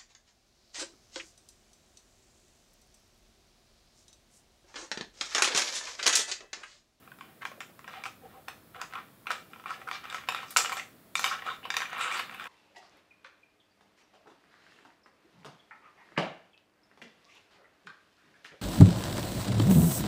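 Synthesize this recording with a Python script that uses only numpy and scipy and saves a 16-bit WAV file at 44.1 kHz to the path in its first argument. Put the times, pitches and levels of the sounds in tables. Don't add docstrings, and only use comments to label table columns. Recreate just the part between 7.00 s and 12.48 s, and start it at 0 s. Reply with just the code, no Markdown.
import sys
import numpy as np
from scipy import signal
from scipy.fft import rfft, irfft
from scipy.io import wavfile
from scipy.ndimage import uniform_filter1d

SR = 44100
rng = np.random.default_rng(int(sys.argv[2]) if len(sys.argv) > 2 else 0)


def volts(x):
    e = np.asarray(x, float) / 20
    return 10 ** e


def bounce(signal):
    frames = np.transpose(np.atleast_2d(signal))
    limited = np.clip(frames, -1, 1)
    pcm = np.round(limited * 32767).astype(np.int16)
    wavfile.write(sys.argv[1], SR, pcm)


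N = 241529

# (frequency [Hz], width [Hz], level [dB])
BOX = [(507, 74, -3.5), (771, 38.6, 5), (620, 140, -9), (308, 140, -11)]
# (frequency [Hz], width [Hz], level [dB])
SHELL = [(994, 28, -20.5), (1070, 46, -1.5), (1310, 125, 1.5), (1500, 12, -19.5), (1690, 68, -5),
         (2006, 110, 0.5), (2340, 150, -4), (2558, 91.5, -0.5), (2810, 240, -8.5)]
# (low end [Hz], high end [Hz])
EDGE = [(3400, 8200), (8000, 15000)]
CRACK_BAND, AIR_BAND = EDGE
# (frequency [Hz], width [Hz], level [dB])
LID = [(1300, 270, -1.5), (2340, 240, 0.5), (3640, 250, -5), (4790, 180, -20), (5420, 260, -15),
       (5980, 280, -18), (7130, 210, -18), (7740, 280, -15)]
CUP = [(1120, 290, -1), (2290, 300, -2), (3100, 190, -2), (3680, 210, -1), (5050, 280, -9), (6030, 320, -5),
       (6900, 270, -13), (8030, 350, -10), (8970, 280, -21)]
PEG = [(1740, 660, -3), (2400, 390, -1), (3700, 230, -5), (4920, 270, -12), (5970, 210, -15),
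       (6900, 380, -11), (8370, 250, -29)]
CAP = [(1660, 370, 2), (2320, 160, -6), (3670, 220, -5), (4870, 200, -14), (5340, 270, -17),
       (6300, 150, -22), (6740, 230, -21), (7610, 220, -19)]
HALF = [(1060, 360, 0), (2600, 260, -1), (3700, 230, -10), (5320, 380, -14), (6400, 530, -19),
        (6960, 220, -21), (7310, 170, -19.5)]
BASE = [(1360, 300, -0.5), (2630, 370, -2.5), (4260, 480, -19), (5200, 290, -20), (5600, 140, -25),
        (6100, 220, -20), (6800, 230, -18.5), (7600, 300, -21)]
DOME = [(1350, 487, 1.5), (2410, 430, -1), (3650, 140, -8), (4230, 200, -7), (5270, 310, -8),
        (6020, 220, -10), (7020, 220, -6), (7460, 380, -10), (8560, 220, -12.5), (8930, 500, -10)]
WHEEL = [(1330, 420, 0), (2370, 590, -10), (4110, 500, -20), (5590, 290, -19)]
CLIP_ON = [(1060, 530, 3), (2520, 300, 0), (3450, 260, -10), (4360, 190, -18), (5300, 180, -15),
           (5970, 240, -16), (7040, 310, -24), (7830, 490, -27)]
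STUD = [(1290, 420, 1), (2680, 320, -8), (3650, 240, -5.5), (5370, 370, -20)]


def taps():
    # (frequency [Hz], width [Hz], level [dB])
    lugs = [(3160, 200, 6), (3750, 130, 0), (4270, 140, -3), (5300, 260, -1), (6210, 900, 7.5),
            (7440, 700, 7.5)]
    # (time [s], tones of the part)
    own_parts = [(4.154, LID), (4.242, CUP), (4.766, PEG), (4.703, CAP), (3.287, HALF), (3.563, BASE),
                 (3.57, DOME), (2.305, WHEEL), (1.483, CLIP_ON), (3.347, STUD)]
    out = np.zeros(N + SR)
    t = np.arange(SR // 12) / SR
    rows = blows()
    chances = rng.standard_normal((len(rows), 3, 12, 3))
    noise = rng.standard_normal((len(rows), len(t)))
    rattle = noise * np.exp(-t / 0.0013)
    fizz = noise * (1 - np.exp(-t / 0.00066)) * np.exp(-t / 0.0035)
    rattles = unit(band(rattle, 914, 2990))
    airs = unit(band(fizz, *AIR_BAND))
    cracks = unit(band(rattle, *CRACK_BAND) + 0.2 * ring(fizz, 9320, 2200))
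    for row, chance, loose, crack, air in zip(rows, chances, rattles, cracks, airs):
        s, db, sharp_db, hz, thud_db, air_db = row
        push_s = 0.00031 * volts(-.35 * (sharp_db + 11.5))
        soft = 1 - np.exp(-(t / push_s) ** 2)
        piece = 0.86 * np.sin(2 * np.pi * hz * t) * np.exp(-t / 0.0026)
        shell = strike(SHELL, chance[0], t, widen=1.41, scatter_db=3) + piece
        box = volts(thud_db - 7) * strike(BOX, chance[1], t, widen=0.77, scatter_db=4)
        tips = 0.9 * strike(lugs, chance[2] * [1, 1, .2], t, widen=1.05, scatter_db=4)
        for when, part in own_parts:
            if abs(when - s) < .003:
                own = strike(part, chance[0] * [0, 0, .3], t, widen=0.65, scatter_db=0)
                shell = 0.28 * shell + 1.48 * own
                tips, loose = 0.2 * tips, 0.3 * loose
                crack, box = 0.6 * crack, 0.45 * box
        edge = volts(sharp_db + 9.0) * (crack + tips) + volts(air_db + 8) * air
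        i = int(s * SR)
        out[i:i + len(t)] += volts(db - 0.5) * unit(soft * (shell + box + 0.81 * loose) + edge)
    return signal.sosfilt(signal.butter(2, 320, "high", fs=SR, output="sos"), out[:N])


def blows():
    # (time [s], peak [dB], sharpness [dB], ring of the hit piece [Hz])
    light = [(.117, -37.5, -53, 1510), (0.187, -42, -20, 1310), (.209, -31.5, -22, 1500),
             (0.413, -48, -28, 1700), (0.42, -32.5, -33, 1660), (.43, -34.5, -29, 1100),
             (.792, -36, -17.5, 1180), (0.843, -36, -36, 1290), (.878, -29.5, -22, 1580),
             (.938, -29.5, -47, 1200), (1.746, -36.5, -31, 1410), (1.815, -23.5, -13, 1120),
             (1.909, -43, -26, 1290), (1.925, -35, -23, 1200), (1.936, -26, -21, 1310),
             (1.954, -26, -29, 1310), (2.257, -43, -35, 1060), (2.269, -21.5, -27, 1400),
             (2.533, -32.5, -37, 1350), (2.639, -37, -29, 1300), (2.658, -24.5, -37, 1230),
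             (2.706, -28, -18.5, 1300), (2.887, -25.5, -29, 1380), (3.054, -28.5, -25, 1250),
             (3.126, -26.5, -17.5, 1370), (3.145, -19.5, -20, 1310), (3.182, -29, -33, 1656),
             (3.237, -36.5, -25, 2120)]
    # (time [s], peak [dB], sharpness [dB], ring [Hz])
    rummage = [(3.347, -18, -20, 1310), (3.429, -31, -23, 1070), (3.563, -8, -18, 1370),
               (3.647, -18, -27, 1310), (3.658, -20, -20, 2890), (3.695, -22.5, -13, 1310),
               (3.72, -19.5, -20, 1330), (3.796, -24, -19, 2050), (4.231, -27, -3, 2280),
               (4.465, -28, -37, 1310), (4.565, -44.5, -15, 1310), (4.63, -35.5, -31, 2780),
               (4.721, -32, -24, 1310), (4.804, -20, -16, 1580), (4.83, -24, -27, 1500),
               (4.854, -29, -28, 2340), (4.896, -32, -30, 1440), (4.93, -22.5, -20.5, 990),
               (4.966, -27, -36, 1020), (4.993, -26, -35, 1150), (5.01, -20, -22, 1380),
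               (5.082, -27, -25, 1310), (5.114, -20.5, -18, 2300), (5.124, -22, -18, 1270),
               (5.295, -29.5, -36, 1690), (5.312, -33, -16, 1400), (5.397, -26, -28, 1480),
               (5.441, -30.5, -21, 1730), (5.455, -30, -30, 1680), (5.469, -32, -29, 1370)]
    # (time [s], peak [dB], sharpness [dB], ring [Hz], thud [dB])
    knocks = [(.075, -40.5, -47, 1260, -9), (.452, -22.5, -25, 1670, -9.5), (.516, -33.5, -30, 614, -22),
              (.605, -27.5, -18, 1817, -11.5), (0.615, -32.5, -15, 1400, -8.5), (.699, -51, -20, 620, -7),
              (1.055, -23, -24, 1180, -3.5), (1.061, -24, -25, 1350, -22), (1.755, -40, -36, 1460, -12),
              (2.085, -47, -21, 1370, -10), (2.305, -15, -21, 1285, -9.5), (2.316, -21, -9.5, 1280, -14),
              (2.56, -38, -26, 1310, -8), (2.597, -38, -46, 1320, -23), (2.816, -34, -22, 1300, -16),
              (2.876, -31, -22, 1310, -6), (2.913, -19.5, -20.5, 1220, -18), (3.041, -34, -23, 1170, -22),
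              (3.1, -26.5, -12, 3680, -19), (3.388, -28.5, -34, 1460, -5), (3.769, -24, -11, 1360, -4),
              (4.421, -30.5, -32, 1950, -9), (4.653, -26.5, -34, 1070, -16)]
    # (time [s], peak [dB], sharpness [dB], ring [Hz], air [dB])
    clacks = [(1.038, -26, -12.5, 2310, -33), (1.483, -23.5, -17, 1240, -22.5),
              (3.287, -12.5, -22.5, 1590, -30), (3.322, -24, -16, 1310, -24), (3.506, -33, -6, 2120, 6),
              (3.5699, -4, -2, 2680, -21), (3.725, -21, -23, 2290, -30), (4.154, -10.5, -10, 3654, -34),
              (4.194, -16, -12.5, 1370, -20.5), (4.242, -10, -15, 2230, -32),
              (4.278, -24.5, -16, 3700, -24), (4.703, -16.5, -15.5, 1690, -43),
              (4.741, -20, -21, 1750, -36), (4.767, -13, -15, 1860, -29), (4.819, -21, -18, 1780, -35.5),
              (4.902, -41, -20, 6550, -20), (4.98, -43, -14, 3000, 14), (5.141, -26, -11, 1360, -25),
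              (5.168, -23.5, -20, 1396, -26), (5.178, -29, -17, 2580, -21), (5.195, -21.5, -20, 1765, -28),
              (5.344, -31.5, -39, 2600, -28)]
    thud_db, air_db = -23.5, -35
    rows = [(*b, thud_db, air_db) for b in light + rummage]
    rows += [(*b, air_db) for b in knocks]
    rows += [(*b[:-1], thud_db, b[-1]) for b in clacks]
    return rows


def strike(modes, chance, t, widen, scatter_db):
    hz, width, db = np.transpose(modes)[:, :, None]
    push, detune, phase = chance[:len(modes)].T[:, :, None]
    fade = np.exp(-np.pi * width * widen * t)
    waves = np.sin(2 * np.pi * hz * (1 + .025 * detune) * t + phase) * fade
    return unit(np.sum(volts(db + scatter_db * push) * waves, axis=0))


def slide():
    drag, sharp, rub = effort()
    grip = stutter(rate=47, depth_db=3.0)
    ticks = .45 * slips(160, spread_db=4)
    hail = (slips(3000, spread_db=4.0) + ticks) * grip
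    shell = body(hail, SHELL, widen=2.1) + 0.46 * ring(hail, 3720, 396) + 0.33 * hail
    edge = band(hail, *CRACK_BAND) + 0.1 * band(hail, *AIR_BAND)
    edge += 0.2 * ring(hail, 11000, 3000) + 0.23 * ring(hail, 5100, 610)
    box = body(slips(900, spread_db=4.0) * grip, BOX, widen=0.8)
    return level(band(shell, 670, 3100), -6.5) * drag + level(edge, -16) * sharp + level(box, -7) * rub


def effort():
    # (time of full strength [s], hold [s], level [dB], edge share [dB], box share [dB])
    drags = [(.01, 0.078, -58, -13, -9.5), (0.237, 0.073, -56.5, -12, -4), (0.877, 0.15, -46.5, -12, -6.5),
             (1.027, 0.024, -53, -13, -13), (1.224, 0.16, -60.5, -6, 3.5), (1.518, 0.012, -59.5, 0, 6.5),
             (1.761, 0.09, -48, -9, -3.5), (1.947, 0.036, -40.5, -16, -6.5), (2.315, 0.008, -34, -8.5, -10),
             (2.512, 0.066, -59, 3, -1), (2.681, 0.061, -40.5, -6.5, -13), (2.782, 0.14, -54, -3, 5.5),
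             (2.92, 0.053, -39.5, -16, -15), (3.037, 0.17, -41.5, -11, -29), (3.302, 0.13, -40, -6, -18),
             (3.473, 0.041, -53.5, 9.5, -6), (3.624, 0.17, -40.5, -4, -8), (4.245, 0.1, -30, -14, -15.5),
             (4.466, 0.041, -35.5, -6.5, -7), (4.65, 0.03, -47, -16, 0.5), (4.785, 0.085, -40, -16, -14),
             (4.922, 0.084, -33, -18, -25), (5.004, 0.2, -31.5, -12, -15), (5.321, 0.1, -39.5, -8.5, -16)]
    rise_db_s, fall_db_s = 657, 257
    power = np.zeros((3, N))
    t = np.arange(N) / SR
    skid_db, skid_edge_db, skid_box_db = -18, 8.5, -13
    skid_wait_s, skid_fade_db_s = 0.0043, 388
    for s, db, sharp_db, *_ in blows():
        i = int((s + skid_wait_s) * SR)
        after = t[:max(min(SR // 4, N - i), 0)]
        shares = volts(np.array([[0], [sharp_db + skid_edge_db], [skid_box_db]]))
        skid = volts(db + skid_db - skid_fade_db_s * after)
        power[:, i:i + len(after)] += (shares * skid) ** 2
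    for s, hold, db, edge_db, box_db in drags:
        near = slice(max(int(s * SR) - SR // 5, 0), int((s + hold) * SR) + SR // 3)
        early = np.maximum(s - t[near], 0)
        late = np.maximum(t[near] - s - hold, 0)
        shape = volts(db - rise_db_s * early - fall_db_s * late)
        power[:, near] += (volts(np.array([[0], [edge_db], [box_db]])) * shape) ** 2
    return uniform_filter1d(np.sqrt(power), size=300, axis=1)


def slips(rate, spread_db):
    hit = rng.random(N) < rate / SR
    size = np.minimum(rng.exponential(size=N), 4)
    sign = np.sign(rng.standard_normal(N))
    return level(hit * sign * volts(spread_db * size), 0)


def stutter(rate, depth_db):
    k = int(SR / rate)
    steps = np.repeat(rng.standard_normal(N // 200), k)
    return volts(depth_db * uniform_filter1d(steps, k)[:N])


def rubs():
    # (time [s], length [s], level [dB], centre
    # [Hz], width [Hz])
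    short_rubs = [(0.98, 0.026, -53, 770, 50), (1.259, 0.023, -58, 476, 44), (1.267, 0.014, -55.5, 770, 60),
                  (1.351, 0.017, -56, 1060, 300), (1.385, 0.033, -60.5, 510, 39), (1.38, 0.016, -57, 770, 60),
                  (0.424, 0.008, -42, 1570, 550), (1.82, 0.024, -42, 1310, 450),
                  (1.486, 0.0063, -43.5, 1100, 720), (3.278, 0.006, -48, 1700, 1200),
                  (1.978, 0.034, -42.5, 1280, 340), (2.708, 0.017, -36, 1270, 247),
                  (2.879, 0.0074, -37, 1310, 230), (4.324, 0.016, -31, 1300, 340),
                  (4.49, 0.017, -30, 1325, 120), (4.651, 0.013, -43, 2740, 380),
                  (4.658, 0.0041, -59, 1000, 450), (5.027, 0.066, -39.5, 1240, 310),
                  (5.108, 0.02, -40, 1440, 450), (0.58, 0.0039, -55, 570, 220), (0.7, 0.0051, -58, 600, 250),
                  (2.94, 0.031, -48, 4060, 1140),
                  (4.172, .014, -43, 5700, 1300), (4.212, .014, -46, 5900, 1500), (4.3, .03, -46, 4900, 1200),
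              (2.715, .02, -54, 4300, 1300), (3.15, .025, -56, 5000, 2000), (.95, .05, -53, 2300, 1100),
              (3.515, .01, -52, 9000, 3500), (3.8, .03, -45, 2050, 500), (4.182, .02, -42, 4280, 180),
              (4.17, .012, -53, 10000, 2500), (4.21, .016, -52, 11600, 3400),
              (4.265, .022, -49, 12100, 3400), (4.258, .011, -44, 6150, 900), (5.03, .032, -46, 7500, 1300),
              (5.028, .03, -38, 2440, 380), (5.02, .025, -44, 3740, 300), (5.11, .028, -40, 2390, 420),
              (5.145, .033, -51, 7700, 1500), (5.185, .03, -46, 4350, 900), (4.5, .02, -48, 3660, 300),
              (4.512, .01, -41, 1045, 90), (3.37, .03, -45, 2610, 500), (3.74, .02, -51, 12400, 3000),
              (3.735, .02, -49, 7200, 1800), (3.78, .015, -51, 6500, 2000), (.465, .014, -55, 5000, 2000),
              (1.065, .016, -55, 5500, 2500), (5.19, .025, -57, 11500, 3400)]
    t = np.arange(N) / SR
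    hail = slips(4000, spread_db=2.5)
    out = np.zeros(N)
    for s, length, db, hz, width in short_rubs:
        tone = ring(ring(hail, hz, width), hz, 3 * width)
        out += level(tone, db) * np.exp(-((t - s) / length) ** 2)
    return out


def room(x):
    # (frequency [Hz], time to fall by 60 dB [s], level [dB])
    tail_bands = [(351, 0.34, 5), (980, 0.15, -2), (2800, 0.26, -5.5), (6620, 0.29, 4.5), (11700, 0.37, -6)]
    t = np.arange(SR // 2) / SR
    early = volts(-13.5 - 60 * t / 0.099)
    tail = np.zeros(len(t))
    for hz, t60, db in tail_bands:
        noise = ring(rng.standard_normal(len(t)), hz, 1.13 * hz)
        tail += (volts(db - 60 * t / t60) + early) * level(noise, 10 * np.log10(hz))
    tail *= 1 - np.exp(-t / 0.00026)
    tail *= volts(-1.5) / np.sqrt(np.sum(tail ** 2))
    tail[0] += 1
    tail[int(0.0038 * SR)] += volts(-12.5)
    return signal.fftconvolve(x, tail)[:N]


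def hum():
    # (frequency [Hz], level per Hz [dB])
    colour = [(12, -26.5), (20, -66), (112, -6.5), (219, -3), (333, -8), (382, -9), (581, -13), (649, -9.5),
              (746, -17), (1300, -16), (3000, -25.5), (3260, -23), (5380, -27.5), (5850, -30.5),
              (15500, -22.5)]
    hz, db = np.transpose(colour)
    f = np.arange(N // 2 + 1) * SR / N + 1
    curve = volts(np.interp(np.log(f), np.log(hz), db))
    steady = level(irfft(rfft(rng.standard_normal(N)) * curve, N), -58)
    rumble = level(ring(ring(rng.standard_normal(N), 84, 107), 84, 107), -8.0)
    return steady + rumble * volts(-65) * stutter(rate=4.08, depth_db=4)


def ring(x, hz, width):
    return signal.lfilter(*signal.iirpeak(hz, hz / width, fs=SR), x)


def body(x, modes, widen):
    out = np.zeros(len(x))
    for k, (hz, width, db) in enumerate(modes):
        out += (-1) ** k * volts(db) * ring(x, hz, width * widen)
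    return out


def band(x, lo_hz, hi_hz):
    return signal.sosfilt(signal.butter(3, [lo_hz, hi_hz], "band", fs=SR, output="sos"), x)


def level(x, db):
    return x * volts(db) / np.sqrt(np.mean(x ** 2))


def unit(x):
    return x / np.abs(x).max(axis=-1, keepdims=True)


def scene():
    parts = taps() + slide() + rubs()
    blend = np.sin(np.pi * 7.3 * np.arange(N) / SR) ** 2
    return (room(parts * blend) + room(parts * (1 - blend)) + hum())[None]


def top_cut(x):
    return signal.sosfilt(signal.butter(12, 16970, fs=SR, output="sos"), x)


def record(dry):
    mix = signal.sosfilt(signal.ellip(7, .2, 34, 15650, fs=SR, output="sos"), dry)
    return top_cut(mix)


dry = scene()
out = record(dry)
bounce(out)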